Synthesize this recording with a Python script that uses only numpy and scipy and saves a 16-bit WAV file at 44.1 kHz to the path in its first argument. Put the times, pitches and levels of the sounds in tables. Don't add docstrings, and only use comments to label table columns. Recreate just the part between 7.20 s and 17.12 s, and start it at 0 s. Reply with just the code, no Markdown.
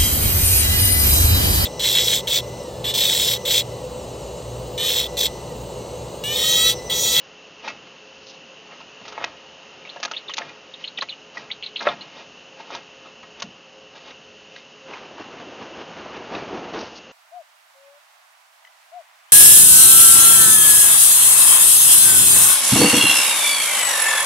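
import sys
import numpy as np
from scipy import signal
from scipy.fft import rfft, irfft
from scipy.io import wavfile
from scipy.ndimage import uniform_filter1d

SR = 44100
rng = np.random.default_rng(int(sys.argv[2]) if len(sys.argv) > 2 else 0)


def unload_audio(sound):
    columns = np.transpose(np.atleast_2d(sound))
    steps = np.round(np.clip(columns, -1, 1) * 32767)
    wavfile.write(sys.argv[1], SR, steps.astype(np.int16))


N = 437472

# frequency in Hz, relative spectral density in dB.
AIR_EQ = [(20, -57), (30, -45), (95, -25.5), (155, -7.5), (372, -7.5), (605, -7), (2200, -14.5),
          (2400, -15), (2700, -2), (3000, -4), (3340, -15.5), (5950, -19.5), (6900, -13.5)]
WING_PUSH_EQ = [(25, -32), (60, -15), (250, 0), (420, 0), (700, -1), (1100, -11.5), (2000, -39)]
FEATHER_EQ = [(400, -27.5), (900, 1.5), (1300, -1.5), (2000, -6.5), (2700, -7.5), (3600, -12.5),
              (7000, -24)]
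CHIP_EQ = [(80, -43), (200, -19), (600, 1.5), (1200, -5.5), (2000, -1), (3000, 3), (5000, -5), (7000, -15)]
CRACK_EQ = [(1000, -24), (1800, -5.5), (2900, 0), (3700, 2), (4700, -2.5), (5900, -3.5), (7000, -2)]
# frequency in Hz, rms level in dB.
HUM_TONES = [(425.3, -60), (532.9, -58)]
# peak time in seconds, level in dB, fade in seconds.
FLOOR_THUMPS = [(0.49, -50, 0.4), (1.82, -49, 0.13), (3.269, -47, 0.088), (4.19, -47, 0.084),
                (4.68, -44.5, 0.25), (5.549, -50, 0.095), (6.24, -40.5, 0.1)]
# time in seconds, level in dB.
APPROACH_RUSH = [(7.62, -76), (7.75, -50), (8.05, -44.5), (8.5, -43.5), (9.1, -40.5), (9.6, -39),
                 (9.76, -53.5), (9.92, -53)]
# peak time in seconds, air push and feather hiss in relative dB,
# swell and fade in seconds.
WINGBEATS = [(7.691, -44.5, -43.5, 0.042, 0.17), (7.749, -47, -36.5, 0.089, 0.12),
             (7.851, -44, -45.5, .078, 0.089), (7.998, -39.5, -37.5, 0.043, 0.092),
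             (8.21, -50, -43.5, 0.093, 0.037), (8.28, -41, -50, 0.069, 0.038),
             (8.42, -37, -37.5, 0.056, 0.05), (8.615, -38.5, -38, 0.083, 0.046),
             (8.799, -39.5, -40, 0.1, 0.067), (8.858, -41, -41, .05, 0.044),
             (8.959, -40.5, -37.5, 0.072, 0.12), (9.152, -32.5, -31.5, 0.09, 0.17),
             (9.34, -29.5, -37, 0.099, 0.16), (9.546, -29.5, -31.5, 0.03, 0.22)]
# peak time in seconds, level in dB, swell and fade in seconds.
WALL_SWEEPS = [(.485, -44, .07, .06), (4.625, -43, 0.027, 0.079), (4.7, -52, 0.06, 0.08),
               (1.116, -47.5, 0.28, 0.077), (4.176, -38, 0.036, 0.059), (9.61, -40, 0.075, 0.15),
               (9.76, -41.5, 0.01, 0.04)]
# peak time in seconds, level in dB, swell and fade in
# seconds, treble gain in dB.
CHIP_SCUFFS = [(0.444, -38.5, 0.01, 0.18, 1), (0.494, -35, 0.085, 0.042, 5),
               (0.676, -43.5, 0.023, 0.018, 2), (1.528, -39, 0.063, 0.049, -6), (1.614, -53, .1, 0.021, 12),
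               (1.82, -44, 0.044, 0.017, 3), (1.858, -46.5, 0.027, 0.16, 12.5),
               (2.036, -32.5, 0.14, 0.071, -19), (2.065, -48, .01, 0.51, 6.5), (2.702, -51, 0.57, 1.3, 4),
               (2.771, -46, 0.021, .016, -1), (2.836, -39, 0.013, 0.02, -1), (2.885, -44, .021, 0.013, -3),
               (2.858, -37, 0.013, 0.017, -9), (2.916, -37.5, 0.0086, 0.06, -5),
               (3.1, -43, 0.065, 0.017, -5), (3.184, -35.5, 0.0045, 0.22, 2),
               (3.63, -48.5, 0.14, 0.026, 14), (3.792, -29, 0.015, 0.0044, 8),
               (3.824, -23.5, 0.0046, 0.013, -6), (4.186, -39.5, 0.088, 0.18, -3),
               (4.613, -30.5, 0.01, 0.079, -4), (4.656, -28.5, 0.033, 0.041, -9),
               (4.684, -30.5, 0.025, 0.053, -22), (4.739, -32, 0.12, 0.012, -2),
               (4.82, -44.5, 0.15, 0.14, 1), (5.006, -42, 0.18, 0.064, 6.5),
               (5.405, -40.5, 0.05, 0.07, 5.5), (5.543, -32.5, 0.063, 0.091, 5.5),
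               (5.87, -45.5, 0.12, 0.062, 3.5), (6.215, -39, 0.064, 0.047, -9),
               (6.763, -42.5, 0.03, 0.058, 5.5), (6.912, -41.5, 0.18, 0.027, 6.5),
               (7.385, -51.5, 0.13, 0.071, 14.5)]
# frequency in Hz, relative level in dB, seconds to fade by 60 dB.
BOARD_MODES = [(285, 6, 0.011), (382, -12.5, 0.023), (588, -7, 0.052), (699, -3.5, 0.097),
               (910, 5.5, 0.033), (1082, 7.5, 0.016), (1270, 6.5, 0.033), (1398, 0.5, 0.041),
               (1662, 5, 0.023), (1740, -7.5, 0.013), (1902, 3, 0.046), (2140, 0.5, 0.058),
               (2438, 3.5, 0.03), (2580, -2.5, 0.069), (3800, -7, 0.063)]
# start in seconds, thud and crack levels in dB,
# ring length as a factor, centre of the ring in Hz.
BOARD_HITS = [(.444, -35, -43, 1.2, 1190), (0.477, -18.5, -36, 1, 900), (.5, -31, -40, 2, 1400),
              (0.479, -23, -30, 2.6, 2510), (1.531, -39, -60, 1.1, 966), (1.603, -35, -59, 3.6, 1240),
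              (1.853, -30.5, -46, 0.93, 1240), (1.88, -33, -32.5, 2.9, 960), (1.923, -30, -37.5, 2.2, 1020),
              (1.978, -17, -44, 1.1, 970), (2.005, -29, -49, 0.93, 915), (2.013, -23, -54, 0.74, 750),
              (2.024, -25, -50, 0.37, 1340), (2.041, -12.5, -19.5, 0.61, 2340),
              (2.042, -14, -43, 0.51, 820), (2.761, -25.5, -42, 1.3, 635), (2.767, -31, -48, 1.6, 1250),
              (2.801, -27.5, -33, 0.39, 638), (2.829, -20, -20.5, 1.9, 1230), (2.834, -39, -25, 1.2, 2700),
              (2.85, -18, -19.5, 0.81, 1390), (2.856, -22, -27, 0.58, 900), (2.879, -27.5, -42, 0.92, 1500),
              (2.913, -22.5, -25.5, 1.17, 1010), (3.095, -24.5, -34, 1.6, 1410),
              (3.137, -47, -20, 0.75, 2900), (3.162, -54, -37, 0.66, 2400), (3.169, -44, -23.5, 1.6, 1510),
              (3.181, -19.5, -16, 0.72, 1340), (3.192, -25.5, -50, 1.3, 1240), (3.21, -23, -47, 0.53, 613),
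              (3.218, -20.5, -44, 0.52, 2250), (3.289, -33, -42, 2.5, 2230), (3.786, -21, -36, 0.56, 2220),
              (3.822, -17.5, -26, 1.63, 1130), (3.823, -32, -42, 0.77, 2800),
              (4.171, -21.5, -45, 0.99, 1850), (4.606, -22, -33.5, 1.4, 1920), (4.62, -20, -43, 1.5, 800),
              (4.667, -22.5, -45, .5, 3800), (4.669, -6.5, -46, 1.8, 606), (4.67, -10.5, -43, 0.73, 1630),
              (4.673, -8, -44, .8, 1860), (4.677, -21, -49, 0.39, 1490), (4.681, -21, -47, 0.97, 1110),
              (4.687, -12, -53, 1.3, 684), (5.398, -31, -52, 2, 1110), (5.504, -24.5, -38, 1.4, 934),
              (5.549, -25.5, -27.5, 1.7, 876), (5.857, -37.5, -60, 4, 767), (6.03, -34, -48, 2.8, 1270),
              (6.2, -42, -29, 0.79, 738), (6.221, -21.5, -20.5, 1.4, 905), (6.778, -38, -48, 0.91, 546),
              (6.875, -39, -42, .6, 2410), (6.906, -36, -50, 0.42, 2700), (6.916, -37, -48, .5, 2400),
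              (7.362, -28.5, -48, 0.56, 2110), (7.363, -29.5, -45, 0.19, 3830),
              (7.735, -25.5, -42, 1.1, 1980), (7.982, -29, -60, 0.92, 970), (9.149, -26.5, -40, 1.1, 623),
              (9.151, -23, -43, 0.49, 2800), (9.535, -29, -42, 1.2, 450)]
# delay in seconds, level in dB.
WALL_ECHOES = [(.0045, -4.5), (.0085, -12.5)]
# start in seconds, level in dB, start and end pitch in Hz, length in seconds.
CHITTER_NOTES = [(2.65, -32, 2480, 2200, 0.0039), (2.672, -32, 2450, 2760, 0.0063),
                 (2.691, -29, 3430, 3740, 0.005), (2.695, -35.5, 3800, 4250, 0.0069),
                 (2.936, -24, 2930, 2720, 0.0036), (2.943, -26.5, 2720, 2830, 0.0051),
                 (2.962, -20, 3050, 3940, 0.01), (2.977, -26, 3720, 4200, 0.0017),
                 (3.08, -30, 3900, 3230, 0.014), (3.101, -32.5, 3150, 2820, 0.024),
                 (3.538, -27, 3220, 4070, 0.0057), (3.639, -25, 3570, 2300, 0.008),
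                 (3.645, -30, 3660, 4470, 0.0078), (3.674, -25.5, 3350, 4380, 0.0066),
                 (3.774, -23.5, 4060, 2420, 0.0081), (3.807, -20.5, 3210, 4500, 0.0088),
                 (3.887, -23, 3160, 2350, 0.0019), (3.891, -28, 4300, 3320, 0.017),
                 (3.916, -35, 3070, 2700, 0.024), (4.302, -24.5, 2340, 2050, 0.0047),
                 (4.311, -23.5, 2880, 4050, 0.0076), (4.425, -21, 3280, 2380, 0.0027),
                 (4.432, -29, 2450, 3000, 0.0055), (4.433, -27.5, 4030, 4200, 0.013),
                 (4.46, -20, 3360, 4380, 0.0059), (4.558, -20.5, 3890, 2460, 0.0062),
                 (4.565, -24, 3980, 4220, 0.0077), (4.59, -28.5, 3180, 4550, 0.0094),
                 (4.685, -19.5, 3487, 3484, 0.0061), (4.808, -32, 4130, 4110, 0.018),
                 (4.807, -38, 2720, 3000, 0.014)]


def from_db(db):
    return 10 ** (np.asarray(db) / 20)


def rms_one(x):
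    return x / np.sqrt(np.mean(x ** 2) + 1e-20)


def filtered(x, order, hz, kind="band"):
    return signal.sosfilt(signal.butter(order, hz, kind, fs=SR, output="sos"), x)


def coloured(x, curve):
    hz = np.maximum(np.arange(len(x) // 2 + 1) * SR / len(x), 1)
    curve_hz, curve_db = np.transpose(curve)
    gain = from_db(np.interp(np.log(hz), np.log(curve_hz), curve_db))
    return rms_one(irfft(rfft(x) * gain, len(x)))


def drift(rate_hz):
    hop, run_in = 40, 2000
    pole = np.exp(-2 * np.pi * rate_hz * hop / SR)
    noise = rng.standard_normal(N // hop + run_in + 2)
    slow = signal.lfilter([1], [1, -2 * pole, pole * pole], noise)[run_in:]
    return np.interp(np.arange(N) / hop, np.arange(len(slow)), rms_one(slow))


def tremble(top_hz):
    return rms_one(filtered(rng.standard_normal(N), 2, top_hz, "low"))


def grains(per_s, spread_db):
    sizes = from_db(spread_db * np.minimum(rng.exponential(1, N), 5)) * rng.choice([-1, 1], N)
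    return sizes * (rng.random(N) < per_s / SR)


def swell(peak_s, peak_db, swell_s, fade_s):
    first = max(0, int((peak_s - 3 * swell_s - .01) * SR))
    end = min(N, int((peak_s + 3 * fade_s + .01) * SR))
    t = np.arange(first, end) / SR - peak_s
    level_db = peak_db - 20 * np.maximum(-t / swell_s, t / fade_s)
    out = np.zeros(N)
    out[first:end] = from_db(uniform_filter1d(level_db, size=400))
    return out


def add(out, start_s, sound):
    i = round(start_s * SR)
    out[i:i + len(sound)] += sound[:N - i]


def air_and_hum(air_db=-42.5, waver_rad=.45):
    t = np.arange(N) / SR
    out = coloured(rng.standard_normal(N), AIR_EQ) * from_db(air_db + .6 * drift(.49))
    for hz, db in HUM_TONES:
        amplitude = np.sqrt(2) * from_db(db + 3.44 * drift(5.2))
        out += amplitude * np.sin(2 * np.pi * hz * t + waver_rad * drift(25))
    return out


def floor_thumps(swell_s=.019, rumble_db=-71):
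    thump = rms_one(filtered(rng.standard_normal(N), 2, (123, 277)))
    rumble = rms_one(filtered(rng.standard_normal(N), 3, (51, 180)))
    landings = sum(swell(s, db, swell_s, fade_s) for s, db, fade_s in FLOOR_THUMPS)
    return thump * landings + rumble * from_db(rumble_db - 5 * drift(2.5))


def wingbeats(flap_share=.43):
    rush_db = np.interp(np.arange(N) / SR, *np.transpose(APPROACH_RUSH), left=-120, right=-120)
    push_power, hiss_power = from_db(rush_db) ** 2, from_db(rush_db - .5) ** 2
    flaps = np.zeros(N)
    for s, push_db, hiss_db, swell_s, fade_s in WINGBEATS:
        push_power += swell(s, push_db, swell_s, fade_s) ** 2
        hiss_power += swell(s, hiss_db, swell_s, fade_s) ** 2
        flaps += swell(s, push_db + .5, flap_share * swell_s, flap_share * fade_s)
    push = coloured(rng.standard_normal(N), WING_PUSH_EQ) * from_db(2.4 * drift(28))
    hiss = coloured(grains(7000, .94), FEATHER_EQ) * from_db(-1 + .8 * drift(24))
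    thump = rms_one(filtered(rng.standard_normal(N), 2, (282, 435)))
    return push * np.sqrt(push_power) + hiss * np.sqrt(hiss_power) + thump * flaps


def feather_sweeps():
    barbs = rms_one(filtered(grains(1800, 2.0), 2, (3200, 5800)))
    return barbs * from_db(2.8 * drift(30)) * sum(swell(*row) for row in WALL_SWEEPS)


def chip_shuffle(wood_db=3):
    snaps = grains(4000 * from_db(2.3 * drift(20)), 2.24)
    t = np.arange(2500) / SR
    board_ring = sum(from_db(db - 60 * t / t60) * np.sin(2 * np.pi * hz * t)
                     for hz, db, t60 in BOARD_MODES)
    wood = rms_one(signal.fftconvolve(snaps, board_ring)[:N])
    rustle = rms_one(coloured(snaps, CHIP_EQ) + from_db(wood_db) * wood)
    treble = filtered(rustle, 2, 2600, "high")
    out = sum(swell(s, db, swell_s, fade_s) * (rustle - treble + from_db(treble_db) * treble)
              for s, db, swell_s, fade_s, treble_db in CHIP_SCUFFS)
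    return filtered(out, 2, 260, "high")


def board_thud(t, ring_scale, centre_hz, detune=.018, attack_s=.0006, impact_db=13, impact_cycles=5):
    ring = np.zeros(len(t))
    chance = rng.standard_normal((2, len(BOARD_MODES)))
    for (hz, db, t60), level_chance, pitch_chance in zip(BOARD_MODES, *chance):
        mode_db = db + 3.4 * level_chance - 13 * np.log2(hz / centre_hz) ** 2
        envelope = from_db(mode_db - 60 * t / (t60 * ring_scale))
        ring += envelope * np.sin(2 * np.pi * hz * (1 + detune * pitch_chance) * t)
    ring += from_db(impact_db - 60 * t * centre_hz / impact_cycles) * np.sin(2 * np.pi * centre_hz * t)
    contacts = rng.standard_normal(len(t)) ** 3 * np.exp(-t / (.0013 * ring_scale))
    contacts[0] = 25
    thud = np.convolve(ring * (1 - np.exp(-t / attack_s)), contacts[:900])[:len(t)]
    return thud / np.abs(thud).max()


def talon_crack(t, ring_scale, snap_t60_s=.007, tail_t60_s=.042, echo_s=.005, attack_s=.0008):
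    noise = coloured(rng.standard_normal(len(t)), CRACK_EQ)
    snap = from_db(9 - 60 * t / snap_t60_s)
    echo = from_db(-5) * np.interp(t - echo_s, t, snap, left=0)
    tail = from_db(-60 * t / (tail_t60_s * ring_scale))
    return noise * (snap + echo + tail) * (1 - np.exp(-t / attack_s))


def knocks():
    out, t = np.zeros(N), np.arange(6000) / SR
    for s, thud_db, crack_db, ring_scale, centre_hz in BOARD_HITS:
        ring_scale = max(ring_scale, .2)
        add(out, s, from_db(thud_db) * board_thud(t, ring_scale, centre_hz))
        add(out, s, from_db(crack_db) * talon_crack(t, ring_scale))
    return filtered(out, 4, 410, "high")


def box_reverb(x, t60_s=.072, tail_db=-9):
    t = np.arange(round(.25 * SR)) / SR
    tail = rng.standard_normal(len(t)) * from_db(-60 * t / t60_s) * (t > .004)
    response = from_db(tail_db) * tail / np.sqrt(np.sum(tail ** 2))
    response[0] = 1
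    for delay_s, echo_db in WALL_ECHOES:
        response[round(delay_s * SR)] += from_db(echo_db)
    return signal.fftconvolve(x, response)[:N]


def chitter(flutter_db=3.6, jitter_rad=.4, breath_db=-19.5):
    notes, breath_envelope = np.zeros(N), np.zeros(N)
    flutter, jitter = tremble(280), tremble(700)
    for s, db, start_hz, end_hz, length_s in CHITTER_NOTES:
        i = np.arange(round(length_s * SR))
        progress, span = i / (length_s * SR), round(s * SR) + i
        pitch_hz = start_hz + (end_hz - start_hz) * progress ** .85
        phase = 2 * np.pi * np.cumsum(pitch_hz) / SR + jitter_rad * jitter[span]
        skew = 1.5 if end_hz > start_hz else .75
        envelope = np.sin(np.pi * progress ** skew) ** .7 * from_db(db + flutter_db * flutter[span])
        add(notes, s, envelope * np.sin(phase))
        breath_envelope += swell(s + length_s, db + breath_db, length_s, fade_s=.04)
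    breath = rms_one(filtered(grains(1200, 1.1), 2, (2420, 4400)))
    return filtered(notes + breath_envelope * breath, 6, (1900, 4500))


def scene(side_db=-33):
    owl = box_reverb(chitter()) + knocks() + chip_shuffle() + feather_sweeps()
    mono = owl + wingbeats() + floor_thumps() + air_and_hum()
    smear = rng.standard_normal(600)
    side = from_db(side_db) * np.convolve(mono, smear / np.sqrt(len(smear)))[300:300 + N]
    return np.array([mono + side, mono - side])


def record(dry, band_top_hz=7050, stop_hz=8100):
    narrow = signal.sosfilt(signal.ellip(10, .3, 45, band_top_hz, fs=SR, output="sos"), dry)
    return signal.sosfilt(signal.cheby2(12, 70, stop_hz, fs=SR, output="sos"), narrow)


dry = scene()
out = record(dry)
unload_audio(out)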